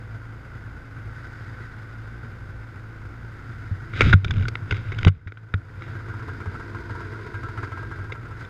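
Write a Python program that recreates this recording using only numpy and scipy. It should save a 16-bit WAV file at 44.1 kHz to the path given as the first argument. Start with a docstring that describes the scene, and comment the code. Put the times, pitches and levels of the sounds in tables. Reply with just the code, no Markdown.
"""Snowmobile idling, heard at the helmet

A two-stroke idles: wavering tones, a burbling throb and clatter, all driven by one uneven firing clock.
A glove thumps and scrapes the helmet (ringing shell, filtered noise); the visor clicks, creaks and ratchets.
Nylon sleeves swish. As the rider looks down at the sled, short runs of exhaust pops bark and ring.
All is heard from a cased camera on the helmet; its gain ducks under the loudest peaks and recovers."""
import sys
import numpy as np
from scipy import signal
from scipy.fft import rfft, irfft, next_fast_len
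from scipy.io import wavfile
from scipy.ndimage import uniform_filter1d, minimum_filter1d, map_coordinates

SR = 44100
rng = np.random.default_rng(int(sys.argv[2]) if len(sys.argv) > 2 else 0)


def int16_out(signal):
    """Quantize to a 16-bit WAV file."""
    q = np.round(np.clip(np.atleast_2d(signal).T, -1, 1) * 32767)
    wavfile.write(sys.argv[1], SR, q.astype(np.int16))


N = 374409


def amp(db):
    """Decibels to linear gain."""
    return 10 ** (np.asarray(db) / 20)


def unit(x):
    """Scaled to rms 1."""
    return x / np.sqrt(np.mean(x ** 2) + 1e-20)


def curves(rows):
    """Each column after the time, interpolated to one value per sample."""
    time_s, *columns = np.transpose(rows)
    return [np.interp(np.arange(N) / SR, time_s, column) for column in columns]


def wobble(rate_hz):
    """A smooth random curve through rate_hz normal knots a second."""
    knots = rng.standard_normal(int(N * rate_hz / SR) + 4)
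    return map_coordinates(knots, [np.arange(N) * rate_hz / SR])


def through(x, response):
    """x convolved with a response, at its own length."""
    return signal.fftconvolve(x, response)[:len(x)]


def add(track, time_s, sound):
    """Mix a sound into the track at time_s."""
    part = track[round(time_s * SR):][:len(sound)]
    part += sound[:len(part)]


def swell(start_s, length_s, attack_s, release_s):
    """Envelope: exponential rise up to start_s, hold for length_s, exponential decay."""
    t = np.arange(N) / SR - start_s
    return np.exp(np.minimum(t, 0) / attack_s - np.maximum(t - length_s, 0) / release_s)


# Resonances of the camera case's air and walls: (centre [Hz], width [Hz], lift [dB])
CASE_RESONANCES = [(1460, 204, 13), (2040, 270, 5), (3710, 440, 5), (4890, 520, 8), (6610, 510, 3.5)]


def cased(spectrum, size=8192):
    """Minimum-phase impulse response of a spectrum, lifted by the case's resonances."""
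    hz = np.fft.rfftfreq(size, 1 / SR)
    point_hz, point_db = np.transpose(spectrum)
    db = np.interp(np.log(hz + 1), np.log(point_hz + 1), point_db)
    for centre_hz, width_hz, lift_db in CASE_RESONANCES:
        db = db + lift_db * np.exp(-((hz - centre_hz) / width_hz) ** 2)
    # folding the cepstrum makes the response causal
    cepstrum = irfft(np.log(amp(db)))
    cepstrum[1:size // 2] *= 2
    cepstrum[size // 2 + 1:] = 0
    return irfft(np.exp(rfft(cepstrum)))[:size // 2]


def resonant(modes):
    """Impulse response of decaying modes (Hz, width Hz, dB), struck at new strengths each time."""
    t = np.arange(SR // 8) / SR
    response = 0
    for hz, width_hz, db in modes:
        ring = np.sin(2 * np.pi * hz * t) * np.exp(-np.pi * width_hz * t)
        response = response + amp(db + rng.normal(0, 1)) * width_hz * ring
    return response


def burst(response, rise_s, t60_s, kick):
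    """A pressure kick and dying turbulence through a response, with peak 1."""
    t = np.arange(SR // 8) / SR
    push = rng.standard_normal(len(t)) * amp(-60 * t / t60_s) * (1 - np.exp(-t / rise_s))
    push[0] += kick
    sound = through(push, response)
    return sound / np.abs(sound).max()


# Helmet shell modes: (frequency [multiple of boom], width [share of boom], level [dB])
SHELL_MODES = [(1.001, 0.17, 12), (1.699, 0.65, -13.5), (3.3, 1, -31)]
BOOM_HZ = 98  # under pops and rubbing


def shell(rise_s, boom_hz):
    """The helmet's low ring after one push: damped modes scaled to boom_hz, with peak 1."""
    t = np.arange(SR // 3) / SR
    cycles = boom_hz * t
    ring = 0
    for multiple, width, db in SHELL_MODES:
        ring = ring + amp(db) * np.sin(2 * np.pi * multiple * cycles) * np.exp(-np.pi * width * cycles)
    ring = ring * (1 - np.exp(-t / rise_s))
    return ring / np.abs(ring).max()


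# Outdoor air spectrum: (frequency [Hz], relative level [dB])
AIR_SPECTRUM = [(20, -2), (200, 7), (1000, -19), (4000, -20.5), (15000, -34.5)]


def outdoor_air():
    """Faint steady noise, mostly low."""
    return amp(-61.5) * unit(through(rng.standard_normal(N), cased(AIR_SPECTRUM)))


# Sleeve swishes as the arms move: (time [s], length [s], level [dB])
SLEEVE_SWISHES = [(1.176, 0.51, -48), (3.413, 0.73, -51), (5.9, 0.49, -55.5), (7.63, 0.016, -39),
                  (8.368, .04, -41)]
# Nylon rubbing spectrum: (frequency [Hz], relative level [dB])
NYLON_SPECTRUM = [(200, -23), (700, -5), (1250, 2.5), (1900, 4.5), (2700, -10.5), (4000, -14.5),
                  (8500, -25.5), (15000, -39)]
SWISH_ATTACK, SWISH_RELEASE = 0.18, 0.77  # shares of a movement's length


def sleeves():
    """Ribbed nylon slides on itself: a fine hiss of uneven level."""
    swish_gain = 0
    for start_s, length_s, db in SLEEVE_SWISHES:
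        envelope = swell(start_s, length_s, SWISH_ATTACK * length_s, SWISH_RELEASE * length_s)
        swish_gain = swish_gain + amp(db) * envelope
    threads = rng.standard_normal(N) * amp(2.3 * wobble(90))
    return swish_gain * unit(through(threads, cased(NYLON_SPECTRUM)))


# Blows on the helmet: (time [s], boom peak level [dB])
HELMET_BLOWS = [(3.713, -17.5), (4.028, -17), (4.07, -5), (4.14, 4.5), (4.317, -18), (4.371, -14),
                (4.72, -16.5), (5.065, 15.5), (5.264, -13.5), (5.541, -7.5), (6.474, -23.5)]
THUMP_HZ = 95
OVERTONE_DB, OVERTONE_DB_PER_DB = -9, 0.3  # re boom for a 0 dB blow; growth with blow level


def helmet_thumps():
    """The glove bumps the shell; harder blows wake more of an overtone."""
    out = np.zeros(N)
    boom = shell(rise_s=0.0026, boom_hz=THUMP_HZ)
    overtone = shell(rise_s=0.0023, boom_hz=1.54 * THUMP_HZ)
    for time_s, db in HELMET_BLOWS:
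        overtone_gain = amp(OVERTONE_DB + OVERTONE_DB_PER_DB * db)
        add(out, time_s, -amp(db) * (boom + overtone_gain * overtone))
    return out


# Glove strokes over the helmet: (time [s], length [s], rumble level [dB], scrape level [dB])
GLOVE_STROKES = [(3.965, 0.078, -29, -35), (4.034, 0.072, -14, -31.5), (4.255, .18, -19.5, -46.5),
                 (4.716, 0.056, -29.5, -42), (4.857, 0.16, -33.5, -50), (5.032, .14, -23.5, -48),
                 (5.812, 0.092, -36.5, -52.5)]
# Glove scrape spectrum: (frequency [Hz], relative level [dB])
SCRAPE_SPECTRUM = [(100, -9.5), (220, 9.5), (420, 7), (620, -4.5), (880, -9.5), (1150, 0.5), (1500, -2),
                   (2300, 3), (3000, -3), (3850, -5), (4200, -16), (7000, -24.5), (10000, -39.5),
                   (15000, -51)]
STROKE_ATTACK_S, STROKE_RELEASE_S = 0.022, 0.037


def glove_rub():
    """The sliding glove rumbles the shell with noise and scrapes in small slips."""
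    rumble_gain, scrape_gain = np.zeros((2, N))
    for start_s, length_s, rumble_db, scrape_db in GLOVE_STROKES:
        envelope = swell(start_s, length_s, STROKE_ATTACK_S, STROKE_RELEASE_S)
        rumble_gain += amp(rumble_db) * envelope
        scrape_gain += amp(scrape_db) * envelope
    rumble = unit(through(rng.standard_normal(N), shell(rise_s=0.00043, boom_hz=BOOM_HZ)))
    slide = rng.standard_normal(N) * amp(1.2 * wobble(220))
    # seams catch about 70 times a second and let go with a crackle
    catches = unit((rng.random(N) < 70 / SR) * rng.standard_normal(N))
    scrape = unit(through(slide + 0.23 * catches, cased(SCRAPE_SPECTRUM)))
    return rumble_gain * rumble + scrape_gain * scrape


RATCHET_START_S, TOOTH_STEP_S = 4.281, .0287
TOOTH_DB, TOOTH_HZ = -35, 2900
TICK_T60_S = 0.011  # teeth and slips


def ratchet(count=7):
    """The visor's hinge steps over evenly spaced teeth: one tick for each."""
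    return [(RATCHET_START_S + k * TOOTH_STEP_S, TOOTH_DB + rng.normal(0, 1.7), TOOTH_HZ, TICK_T60_S)
            for k in range(count)]


CREAK_SLIPS_PER_S, CREAK_HZ = 35, 2440  # typical values; each slip varies
CREAK_DB = 10  # mean, re the stroke's scrape level


def creaks(count=24):
    """The visor slips at an uneven rate while the glove presses on it: one tick for each slip."""
    ticks = []
    for start_s, length_s, _, scrape_db in GLOVE_STROKES:
        gap, size, pitch = rng.standard_normal((3, count))
        delays_s = np.cumsum(np.exp(0.24 * gap)) / CREAK_SLIPS_PER_S
        slip_db = scrape_db + CREAK_DB + 2.5 * size
        slip_hz = CREAK_HZ * 2 ** (0.16 * pitch)
        for delay_s, db, hz in zip(delays_s, slip_db, slip_hz):
            if delay_s < length_s:
                ticks.append((start_s + delay_s, db, hz, TICK_T60_S))
    return ticks


# Visor snaps: (time [s], level [dB], loudest resonance [Hz], t60 [s])
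VISOR_CLICKS = [(3.936, -27.5, 2140, 0.0064), (4.008, -0.5, 2650, 0.0094), (4.016, -6.5, 2270, 0.021),
                (4.128, -9, 1940, 0.031), (4.133, -9, 1500, 0.036), (4.246, -16, 3500, 0.014),
                (4.308, -18, 3470, 0.018), (4.454, -26, 1400, 0.0086), (4.483, -22.5, 4830, 0.016),
                (4.5543, -20.5, 1950, 0.0087), (4.709, -16.5, 2820, 0.029), (4.724, -19, 2170, 0.0096),
                (4.919, -27, 2030, 0.044), (4.986, -23.5, 3120, 0.024), (5.031, -21.5, 2980, 0.004),
                (5.0492, -14.5, 3260, 0.0053), (5.069, 3, 960, 0.05), (5.079, 0, 2930, 0.027),
                (5.272, -22.5, 1900, 0.066), (5.321, -22, 2040, .008), (5.372, -26.5, 1490, 0.02),
                (5.539, -11.5, 1750, 0.018), (5.821, -30, 1950, 0.011), (8.1208, -25.5, 2180, 0.03),
                (8.449, -40.5, 3520, .012)]
# Plastic body spectrum: (frequency [Hz], relative level [dB])
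PLASTIC_SPECTRUM = [(100, -27.5), (250, 2.5), (430, 6), (620, -9), (880, -10), (1100, -5), (1450, -3),
                    (1750, -9), (2300, -0.5), (3000, -10), (3850, -11.5), (4200, -30), (7000, -48),
                    (10000, -51), (15000, -75)]
# High snap spectrum: (frequency [Hz], relative level [dB])
SNAP_SPECTRUM = [(2000, -28), (4500, 13.5), (6500, 10), (8000, -2.5), (11000, -7), (15000, -23.5)]
SNAP_DB, SNAP_DB_PER_OCTAVE = -21, 12  # re click level for a 2 kHz contact; higher contacts snap more


def visor():
    """Stiff plastic catches and lets go in dry ticks; each contact point favours one resonance."""
    out = np.zeros(N)
    body, snap = cased(PLASTIC_SPECTRUM), cased(SNAP_SPECTRUM)
    for time_s, db, hz, t60_s in [*VISOR_CLICKS, *ratchet(), *creaks()]:
        snap_db = SNAP_DB + SNAP_DB_PER_OCTAVE * np.log2(hz / 2000)
        contact = through(body, resonant([(hz, 330, 0)]))
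        add(out, time_s, amp(db + 0.5) * burst(body, rise_s=0.0008, t60_s=t60_s, kick=0.71))
        add(out, time_s, amp(db + 1) * burst(contact, rise_s=.0008, t60_s=t60_s, kick=3))
        add(out, time_s, amp(db + snap_db) * burst(snap, rise_s=0.001, t60_s=t60_s, kick=0.41))
    return out


# Runs of exhaust pops: (time [s], level of first pop [dB], pops [count])
EXHAUST_POP_RUNS = [(5.81, -59, 2), (5.946, -50.5, 2), (6.085, -44.5, 3), (6.283, -42.5, 1),
                    (6.403, -42.5, 2), (6.543, -42.5, 2), (6.747, -42.5, 1), (6.896, -42.5, 3),
                    (7.135, -46, 2), (7.342, -40, 1), (7.432, -41, 2), (7.575, -39, 2), (7.719, -40.5, 3),
                    (7.914, -42, 1), (7.987, -44.5, 4), (8.253, -47.5, 2)]
# Broad puff spectrum: (frequency [Hz], relative level [dB])
PUFF_SPECTRUM = [(150, -19), (300, 14.5), (470, 11), (600, -9), (800, -41), (1000, -15), (1250, 0),
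                 (2100, -24), (3000, -23), (8000, -24), (15000, -45)]
# Exhaust can and hood, short bark: (frequency [Hz], width [Hz], level [dB])
CAN_BARK_MODES = [(416, 24, 9), (674, 130, 11), (945, 39, 19), (1036, 42, 21)]
# Exhaust can and hood, longer pipe ring: (frequency [Hz], width [Hz], level [dB])
PIPE_RING_MODES = [(1341, 21, 11.5), (1424, 17, 10.5), (1600, 12.3, 13), (1950, 240, -11)]
POP_GAP_S = .0545  # about three firings
POP_FADE_DB = .5  # loss from pop to pop
POP_BARK_DB, POP_PUFF_DB, PIPE_RING_DB, POP_BOOM_DB = 9.5, 4, 12, 11.5  # re pop level


def exhaust_pops():
    """Rich charges go off in short runs, each with a bark; the pipe rings on and the helmet booms."""
    out = np.zeros(N)
    puff, boom = cased(PUFF_SPECTRUM), shell(rise_s=0.011, boom_hz=BOOM_HZ)
    for start_s, run_db, count in EXHAUST_POP_RUNS:
        for k in range(round(count)):
            time_s, db = start_s + k * POP_GAP_S, run_db - k * POP_FADE_DB
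            bark = burst(resonant(CAN_BARK_MODES), rise_s=.0015, t60_s=.025, kick=7)
            pipe_ring = burst(resonant(PIPE_RING_MODES), rise_s=0.00099, t60_s=0.14, kick=10)
            add(out, time_s, amp(db + POP_BARK_DB) * bark)
            add(out, time_s, amp(db + POP_PUFF_DB) * burst(puff, rise_s=.002, t60_s=.05, kick=0))
            add(out, time_s + .001, amp(db + PIPE_RING_DB) * pipe_ring)
            add(out, time_s, amp(db + POP_BOOM_DB) * boom)
    return out


# Exhaust tones: (multiple of firing rate, relative level ahead [dB], relative level facing sled [dB])
EXHAUST_ORDERS = [(.5, -50, -55), (1, -44, -45), (2, -45, -49), (3, -61, -62), (4, -60, -56), (5, -59, -54),
                  (6, -60, -47.5), (9, -65, -65)]
HUM_DB, HUM_WAVER_DB = -1.5, 3  # offset of all tones; rms waver of each


def exhaust_hum(phase, facing):
    """Harmonics of the firing rate, each wavering in level and balanced by where the head faces."""
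    hum = np.zeros(N)
    for multiple, ahead_db, facing_db in EXHAUST_ORDERS:
        tone_db = HUM_DB + ahead_db + (facing_db - ahead_db) * facing + HUM_WAVER_DB * wobble(16)
        hum += amp(tone_db) * np.sqrt(2) * np.sin(2 * np.pi * (multiple * phase + rng.random()))
    return hum


# Head turning down to the sled and back: (time [s], facing the sled [0-1], exhaust throb level [dB])
HEAD_TURNS = [(0, 0, -42), (3.3, 0.08, -41), (3.8, 0.13, -36.5), (5.1, 0.34, -32.5), (5.6, 0.24, -36),
              (6.2, 0.63, -37.5), (7, 1, -41), (7.9, 0.76, -37.5), (8.2, 0.22, -36), (8.49, 0.34, -39)]
# Exhaust throb spectrum: (frequency [Hz], relative level [dB])
THROB_SPECTRUM = [(8, -37), (14, -25), (40, -22.5), (70, -15.5), (92, 1), (108, 1), (130, -6), (165, -13),
                  (200, -30.5), (400, -42), (1500, -86.5)]
# Clatter spectrum looking ahead: (frequency [Hz], relative level [dB])
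AHEAD_SPECTRUM = [(90, -17.5), (220, 7.5), (330, 2.5), (480, 0.5), (600, -3.5), (1100, -3), (1550, -6),
                  (2000, -7.5), (2800, -15), (4000, -26), (6500, -30), (9000, -34), (15000, -39.5)]
# Clatter spectrum facing the sled: (frequency [Hz], relative level [dB])
FACING_SPECTRUM = [(120, -11), (220, 11), (340, 12), (450, 13.5), (570, -8), (680, 4), (790, -12), (960, 9),
                   (1180, -1.5), (1550, -1.5), (2100, -3), (2900, -13.5), (5000, -20.5), (15000, -39.5)]
IDLE_HZ, IDLE_WANDER = 56.1, .018  # mean firings a second; rms share by which the idle hunts
CLATTER_DB, FACING_RISE_DB = -47, 6  # looking ahead; rise when fully facing the sled


def engine():
    """Each firing pushes the exhaust, rattles the engine and rings the hood; no two burn alike."""
    rate_hz = IDLE_HZ * (1 + IDLE_WANDER * wobble(4))
    facing, throb_db = curves(HEAD_TURNS)
    facing = np.clip(facing, 0, 1)
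    phase = np.cumsum(rate_hz * (1 + 0.00828 * wobble(12))) / SR
    firing = phase.astype(int)
    age_s = (phase - firing) / rate_hz
    burn, rattle, lag = rng.standard_normal((firing[-1] + 1, 3)).T
    # about one charge in eight burns rich and kicks harder
    rich = rng.random(len(burn)) < 1 / 8
    burn, rattle = .6 * burn + 2 * rich, .6 * rattle + 2 * rich

    # early and late burns (2.2 ms rms) smear the throb into a burble
    starts = np.flatnonzero(np.diff(firing, prepend=-1)) + .0022 * SR * lag
    pushes = np.bincount(np.clip(starts, 0, N - 1).astype(int), amp(3.4 * burn), N)
    throb = unit(through(pushes - pushes.mean(), cased(THROB_SPECTRUM)))

    # pistons and clutch rattle hardest just after a firing
    gate = unit(.5 + amp(1.9 * rattle)[firing] * np.exp(-age_s / 0.029))
    ahead = unit(through(gate * rng.standard_normal(N), cased(AHEAD_SPECTRUM)))
    below = unit(through(gate * rng.standard_normal(N), cased(FACING_SPECTRUM)))
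    clatter = np.sqrt(1 - facing) * ahead + np.sqrt(facing) * below
    clatter_gain = amp(CLATTER_DB + FACING_RISE_DB * facing)

    hood_ring = unit(through(pushes, resonant([(1529, 15, 0)])))
    hum = exhaust_hum(phase, facing)
    return hum + amp(throb_db) * throb + clatter_gain * (clatter + amp(-12) * hood_ring)


def scene():
    """Air, jacket, helmet and visor around the sled's exhaust and engine, as one channel."""
    rider = sleeves() + helmet_thumps() + glove_rub() + visor()
    sled = exhaust_pops() + engine()
    return (outdoor_air() + rider + sled)[None]


def gain_control(x, ceiling_db, recovery_db_per_s, size=200):
    """Peaks over the ceiling pull the gain down; it climbs back steadily, smoothed over size samples."""
    over_db = np.maximum(20 * np.log10(np.abs(x) + 1e-9) - ceiling_db, 0)
    climb_db = recovery_db_per_s * np.arange(N) / SR
    gain_db = climb_db - np.maximum.accumulate(over_db + climb_db, axis=-1)
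    return x * amp(uniform_filter1d(minimum_filter1d(gain_db, size), size))


TOP_HZ = 15150


def record(dry):
    """The camera's gain control, then a sharp cut above TOP_HZ."""
    held = gain_control(dry, ceiling_db=-.5, recovery_db_per_s=23)
    padded = next_fast_len(N + SR // 2)
    passband = np.fft.rfftfreq(padded, 1 / SR) < TOP_HZ
    return irfft(rfft(held, padded) * passband, padded)[:, :N]


dry = scene()
out = record(dry)
int16_out(out)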